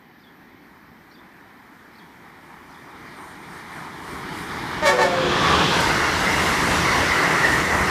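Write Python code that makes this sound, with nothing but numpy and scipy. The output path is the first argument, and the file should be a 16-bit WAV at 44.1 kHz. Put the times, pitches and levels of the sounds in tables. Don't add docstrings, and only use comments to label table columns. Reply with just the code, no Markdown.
import sys
import numpy as np
from scipy import signal
from scipy.fft import rfft, irfft, next_fast_len
from scipy.io import wavfile
from scipy.ndimage import uniform_filter1d, map_coordinates

SR = 44100
rng = np.random.default_rng(int(sys.argv[2]) if len(sys.argv) > 2 else 0)


def store_wav(level_fs):
    pcm = np.round(np.clip(np.atleast_2d(level_fs), -1, 1) * 32767)
    wavfile.write(sys.argv[1], SR, pcm.T.astype(np.int16))


N = 348390
TIME = np.arange(N) / SR

BOOM_COLOUR = [(13, -49), (22, -19), (70, 1), (86, 2.5), (108, -7.5), (130, -1.5), (170, -15), (290, -120)]
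BODY_COLOUR = [(59, -35), (100, -11.5), (113, -6.5), (172, 3), (226, -3.5), (343, 0.5), (480, -8.5),
               (620, -59), (1060, -120)]
ROLL_FAR_COLOUR = [(250, -30), (420, -13.5), (521, -14), (743, -6.5), (796, -2.5), (908, -0.5),
                   (1330, -3.5), (1550, -5.5), (1900, -4), (2360, -9), (2650, -25.5), (3440, -54),
                   (5830, -120)]
ROLL_LEAD_COLOUR = [(250, -31), (420, -3.5), (627, -9), (915, -5), (1160, -3), (1260, -5), (1770, -8),
                    (1920, -11.5), (2650, -15.5), (3440, -57), (5830, -120)]
ROLL_NEAR_COLOUR = [(250, -30), (420, -4.5), (517, -4), (715, -3.5), (929, 0), (1670, -2), (1960, -0.5),
                    (2190, -3), (2380, -11), (2650, -13.5), (3440, -54), (5830, -120)]
RUSH_FAR_COLOUR = [(1530, -26), (2600, -9.5), (2920, -1.5), (3700, -2), (4150, -4.5), (5140, -6),
                   (6500, -15), (8450, -31), (14300, -120)]
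RUSH_LEAD_COLOUR = [(1440, -35), (2450, -5), (2870, -4.5), (3340, -2), (3900, -6.5), (6010, -15),
                    (6500, -17), (8450, -31), (14300, -120)]
RUSH_NEAR_COLOUR = [(1440, -40), (2450, -7), (2750, 0), (3020, -3.5), (6000, -8), (7800, -31),
                    (13200, -120)]
HISS_FAR_COLOUR = [(3530, -26), (6000, -3.5), (7980, -4), (8650, -2.5), (9030, -2), (11800, -6.5),
                   (13800, -8), (14600, -19), (15100, -17)]
HISS_NEAR_COLOUR = [(4060, -18), (6900, 0), (10200, -6), (13800, -13.5), (15100, -18)]
AIR_COLOUR = [(13, -64), (22, -28), (54, -14), (108, -12.5), (246, -2), (347, -7), (498, -17), (687, -18),
              (745, -13.5), (1330, -21.5), (1510, -16.5), (1770, -11), (2700, -26), (3510, -61),
              (5940, -120)]
LEAVES_COLOUR = [(1590, -33), (2700, -33), (2940, 3.5), (3470, -1), (3790, -0.5), (4940, -4), (5660, -7),
                 (6730, -16), (7940, -33), (10600, -20), (12400, -5), (15100, -9.5)]

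# [t/s, stage: 0 far train, 1 power car, 2 coaches]
TRAIN_STAGE = [(4.7, 0), (5.2, 1), (5.65, 1), (5.95, 2)]
# [level alongside/dB, abreast at t/s, share of the 1/distance law,
# loss/dB per m, extra level before the coaches/dB, drift once abreast/dB per s]
BOOM_APPROACH = (-37, 5.35, .8, .105, 0.2, 0.2)
BODY_APPROACH = (-28.8, 5.3, .6, .135, 1.1, 0.2)
ROLL_APPROACH = (-22.8, 5.35, .75, .08, -0.4, 0.2)
RUSH_APPROACH = (-29, 5.55, .96, .135, 2.1, -1.8)
HISS_APPROACH = (-38.7, 6.0, .64, .105, 0.1, 0.4)
# [t/s, half width/s, boom/dB, rolling/dB, slipstream/dB, hiss/dB]
ROAR_SWELLS = [(3.27, .1, 3, 2.5, 1.5, 4), (3.56, .06, 1.5, 1.5, 0.6, 3), (3.76, .09, 0.2, 3, 1.5, 4),
               (4.15, .1, 6, 0.2, 0.2, 4.5), (4.39, .07, 1.5, 0.2, 0.2, 5), (4.55, .25, 4, 0.8, 0.2, 2.5),
               (5.55, .15, 4, 2.7, 1.6, 1.6), (5.82, .08, 3, 0.2, 0.6, 1.5),
               (6.05, .06, -2.5, 1.5, 0.6, 0.2), (6.45, .2, 3.5, 1.2, 1.5, 2.2),
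               (6.95, .15, 4.5, 3, 4.5, 2.5), (7.3, .15, -4, 2.5, 1.5, 0.4), (7.55, .06, 4, 0.2, 0.2, 0.8),
               (7.8, .08, 6, 1.2, -1.5, 0.4)]
# [t/s, length/s, rise/s, fall/s]
WIRE_RING = (2.6, 1.1, .6, 1.7)
# [t/s, length/s, starting f/Hz, width/Hz, level/dB]
SINGING_BANDS = [(5.3, .38, 1190, 130, -25), (5.35, .45, 3500, 450, -36), (5.4, .3, 175, 40, -31),
                 (5.74, .25, 5050, 250, -42), (5.7, .4, 1570, 200, -25.5), (5.7, .25, 990, 140, -29),
                 (6.2, .3, 2100, 400, -30), (6.82, .48, 2120, 330, -26), (7.25, .43, 1950, 260, -26.5),
                 (7.55, .45, 2000, 260, -28), (6.8, .25, 1100, 260, -29), (6.2, .3, 2910, 200, -38),
                 (5.5, 2.4, 84, 12, -37)]

# [t/s, length/s, pressure 0-1]
HORN_BLASTS = [(4.805, .095, .9), (4.95, .12, .72)]
# [f/Hz, extra level of the fundamental/dB, own dullness/dB over the first octave]
HORN_CHIMES = [(303, -14, 0), (371, -4, -5), (449, -13, 0), (565, 0, -2)]
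# [t/s, length/s, level/dB]
CHIME_NOTES = [
    [(4.818, .045, -22.5), (4.885, .065, -24), (4.84, .08, -22.5), (4.852, .05, -21.5)],
    [(4.97, .05, -30), (4.978, .09, -24.5), (4.978, .05, -22.5), (4.975, .09, -26.5)],
]
# [f/Hz, level/dB]
HORN_MOUTH = [(300, 1), (900, 0.5), (1200, -2), (1450, -7), (1800, 0.5), (2250, -3.5), (2700, -12.5),
              (4000, -10), (7000, -16.5), (15000, -32)]
# [t/s, length/s, f at the start/Hz, level/dB]
HORN_ECHOES = [(4.91, .035, 508, -25), (4.96, .05, 497, -21), (5.02, .18, 535, -24), (5.2, .06, 498, -28),
               (5.04, .1, 708, -23), (5.205, .09, 359, -26)]
# [t/s, level/dB, time to fall 60 dB/s]
WIRE_SPARKS = [(2.834, -57, .015), (5.805, -31, .09)]
# [t/s, level/dB, pitch factor]
BIRD_CALLS = [(.174, -61, .99), (1.09, -57, 1.02), (1.93, -54, .99), (2.682, -56, 1.04)]
# [t into the call/s, length/s, starting f/Hz, ending f/Hz, level/dB]
BIRD_STROKES = [(.004, .012, 5300, 5750, -11), (.021, .013, 3700, 5350, -1), (.038, .02, 4950, 4500, -2.5),
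                (.058, .009, 4450, 3450, -3), (.067, .013, 3350, 3450, -2.5), (.086, .022, 3250, 3400, -3)]

SPEED_M_PER_S, TRACK_M = 35, 8
BODY_SHARE = .3
WIRE_HZ, WIRE_WIDTH_HZ, WIRE_DB = 8860, 350, -8
SINK = .075
REED_ATTACK_S, REED_RELEASE_S, REED_WAVER_DB = .012, .03, 2.5
PRESSURE_RISE_S, PRESSURE_FALL_S = .065, .06
DULL_DB = -8
HORN_SAG_PER_S = .06
ECHO_ATTACK_S, ECHO_RELEASE_S, ECHO_SAG_PER_S = .025, .05, .12
STROKE_EDGE_S = .003
AIR_DB, AIR_WAVER_DB, LEAVES_DB = -50.5, 1.2, -63.5
TOP_HZ = 15250
CEILING = .56


def roar():
    boom_up, roll_up, rush_up, hiss_up = swells()
    low = boom(boom_up) + bodies(boom_up)
    high = rolling(roll_up) + slipstream(rush_up) + sizzle(hiss_up)
    return (low + high) * amp(0.6 * wobble(9))


def rolling(swell_db):
    colours = [ROLL_FAR_COLOUR, ROLL_LEAD_COLOUR, ROLL_NEAR_COLOUR]
    return amp(passing(*ROLL_APPROACH) + swell_db) * blend(colours, patchy_db=1.4)


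def slipstream(swell_db):
    level_db = passing(*RUSH_APPROACH) + swell_db + 0.8 * wobble(11)
    return amp(level_db) * blend([RUSH_FAR_COLOUR, RUSH_LEAD_COLOUR, RUSH_NEAR_COLOUR], patchy_db=1.4)


def bodies(boom_swell_db):
    level_db = passing(*BODY_APPROACH) + BODY_SHARE * boom_swell_db + 0.8 * wobble(9)
    return amp(level_db) * rush(BODY_COLOUR, patchy_db=1.05)


def boom(swell_db):
    level_db = passing(*BOOM_APPROACH) + swell_db + 1.5 * wobble(7)
    return amp(level_db) * rush(BOOM_COLOUR, patchy_db=0.5)


def sizzle(swell_db):
    hiss = blend([HISS_FAR_COLOUR, HISS_NEAR_COLOUR, HISS_NEAR_COLOUR], patchy_db=0.9)
    ring_level = amp(WIRE_DB + .3 * swell_db + 2.5 * wobble(14)) * gate(*WIRE_RING)
    ring = ring_level * narrow(np.full(N, WIRE_HZ), WIRE_WIDTH_HZ)
    return amp(passing(*HISS_APPROACH) + swell_db + 0.8 * wobble(8.9)) * (hiss + ring)


def singing():
    out = np.zeros(N)
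    for start, length, hz, width_hz, db in SINGING_BANDS:
        progress = np.clip((TIME - start) / length, 0, 1)
        swell = np.sqrt(np.sin(np.pi * progress).clip(0))
        level = amp(db + 3.5 * wobble(14)) * swell
        out += level * narrow(hz * (1 - SINK * progress), width_hz)
    return out


def horn():
    pressure = sum(top * gate(s, length, PRESSURE_RISE_S, PRESSURE_FALL_S) for s, length, top in HORN_BLASTS)
    tilt_db = DULL_DB * (1 - pressure.clip(0, 1))
    pitch = 1 - HORN_SAG_PER_S * (TIME - HORN_BLASTS[1][0])
    span = slice(round(HORN_BLASTS[0][0] * SR) - SR // 20, round(HORN_BLASTS[-1][0] * SR) + SR // 4)
    out = np.zeros(N)
    for (hz, first_db, dull_db), notes in zip(HORN_CHIMES, zip(*CHIME_NOTES)):
        level = sum(amp(db) * gate(s, length, REED_ATTACK_S, REED_RELEASE_S) for s, length, db in notes)
        level = level * amp(REED_WAVER_DB * wobble(35))
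        jitter = .004 * wobble(50) + .015 * wobble(350)
        phase = tone(hz * pitch * (1 + jitter))[span]
        k = np.arange(1, int(TOP_HZ / hz))[:, None]
        octaves = np.log2(np.maximum(k * hz / 950, 1))
        gain_db = along(HORN_MOUTH, k * hz) + first_db * (k == 1)
        gain_db = gain_db + tilt_db[span] * octaves + dull_db * octaves.clip(0, 1)
        overtones = np.sin(k * phase + rng.uniform(0, 2 * np.pi, k.shape))
        reed = np.sum(amp(gain_db) * overtones, axis=0)
        roughness = 1 + .18 * wobble(400)[span]
        out[span] += reed * level[span] * roughness
    return out


def echoes():
    out = np.zeros(N)
    for start, length, hz, db in HORN_ECHOES:
        phase = tone(hz * (1 - ECHO_SAG_PER_S * (TIME - start) + .004 * wobble(40)))
        level = amp(db + 2.5 * wobble(30)) * gate(start, length, ECHO_ATTACK_S, ECHO_RELEASE_S) ** 2
        out += level * (np.sin(phase) + amp(-12) * np.sin(2 * phase))
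    return out


def sparks():
    level = sum(amp(db - 60 * (TIME - s).clip(0) / t60) * (TIME >= s) for s, db, t60 in WIRE_SPARKS)
    return level * rush([(2500, -40), (4000, 1), (10000, 0), (15000, -10)], patchy_db=2.5)


def bird():
    out = np.zeros(N)
    quaver = 1 + .035 * wobble(220)
    for start, call_db, factor in BIRD_CALLS:
        for s, length, start_hz, end_hz, stroke_db in BIRD_STROKES:
            glide_hz = np.interp(TIME - start, [s, s + length], [start_hz, end_hz])
            level = amp(call_db + stroke_db) * gate(start + s, length, STROKE_EDGE_S, STROKE_EDGE_S)
            out += level * np.sin(tone(factor * quaver * glide_hz))
    out *= amp(4.5 * wobble(200))
    return scatter(out, t60=.22, wet_db=-1.5)


def background():
    hum = amp(AIR_DB + AIR_WAVER_DB * wobble(8)) * rush(AIR_COLOUR, patchy_db=1.0)
    return hum + amp(LEAVES_DB) * rush(LEAVES_COLOUR, patchy_db=1.4)


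def scatter(x, t60, wet_db):
    t = TIME[:SR // 2]
    tail = rng.standard_normal(len(t)) * amp(-60 * t / t60)
    return x + amp(wet_db) * signal.fftconvolve(x, tail / np.linalg.norm(tail))[:N]


def passing(db, abreast_s, spread, loss_db, lead_db, drift_db):
    metres = np.hypot(SPEED_M_PER_S * (abreast_s - TIME).clip(0), TRACK_M)
    distance_db = -spread * 20 * np.log10(metres / TRACK_M) - loss_db * (metres - TRACK_M)
    lead = (2 - train_stage()).clip(0, 1)
    return db + distance_db + lead_db * lead + drift_db * (TIME - abreast_s).clip(0)


def swells():
    return sum(np.outer(db, np.exp(-((TIME - s) / half) ** 2)) for s, half, *db in ROAR_SWELLS)


def train_stage():
    s, stage = np.transpose(TRAIN_STAGE)
    return np.interp(TIME, s, stage)


def blend(colours, patchy_db):
    stage = train_stage()
    out = np.zeros(N)
    for number, colour in enumerate(colours):
        share = np.sqrt((1 - abs(stage - number)).clip(0))
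        out += share * rush(colour, patchy_db)
    return out


def rush(spectrum, patchy_db):
    z = signal.stft(rng.standard_normal(N + 512), nperseg=512)[2]
    field = uniform_filter1d(rng.standard_normal(z.shape), size=5, axis=0)
    field = uniform_filter1d(field, size=12, axis=1)
    patches = signal.istft(z * amp(patchy_db * unit(field)), nperseg=512)[1][:N]
    return unit(filtered(patches, lambda hz: amp(along(spectrum, hz))))


def narrow(hz, width_hz):
    phase = tone(hz)
    return wobble(width_hz) * np.sin(phase) + wobble(width_hz) * np.cos(phase)


def tone(hz):
    return 2 * np.pi * np.cumsum(hz) / SR


def wobble(rate):
    points = rng.standard_normal(int(N * rate / SR) + 4)
    return map_coordinates(points, [TIME * rate])


def gate(start, length, attack, release):
    return np.minimum((TIME - start) / attack, 1 + (start + length - TIME) / release).clip(0, 1)


def filtered(x, response):
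    m = next_fast_len(N + 8192)
    return irfft(rfft(x, m) * response(np.fft.rfftfreq(m, 1 / SR)), m)[:N]


def along(points, hz):
    f, v = np.transpose(points)
    return np.interp(np.log(hz + 1), np.log(f + 1), v)


def amp(db):
    return 10 ** (np.asarray(db) / 20)


def unit(x):
    return x / np.sqrt(np.mean(x ** 2) + 1e-20)


def scene():
    train = roar() + singing()
    horn_in_the_open = scatter(horn() + echoes(), t60=0.62, wet_db=-5)
    mono = train + horn_in_the_open + sparks() + bird() + background()
    return np.array([mono, mono])


def record(dry):
    rounded = dry[0] / (1 + abs(dry[0] / CEILING) ** 7) ** (1 / 7)
    mono = filtered(rounded, lambda hz: hz < TOP_HZ)
    return np.array([mono, mono])


dry = scene()
out = record(dry)
store_wav(out)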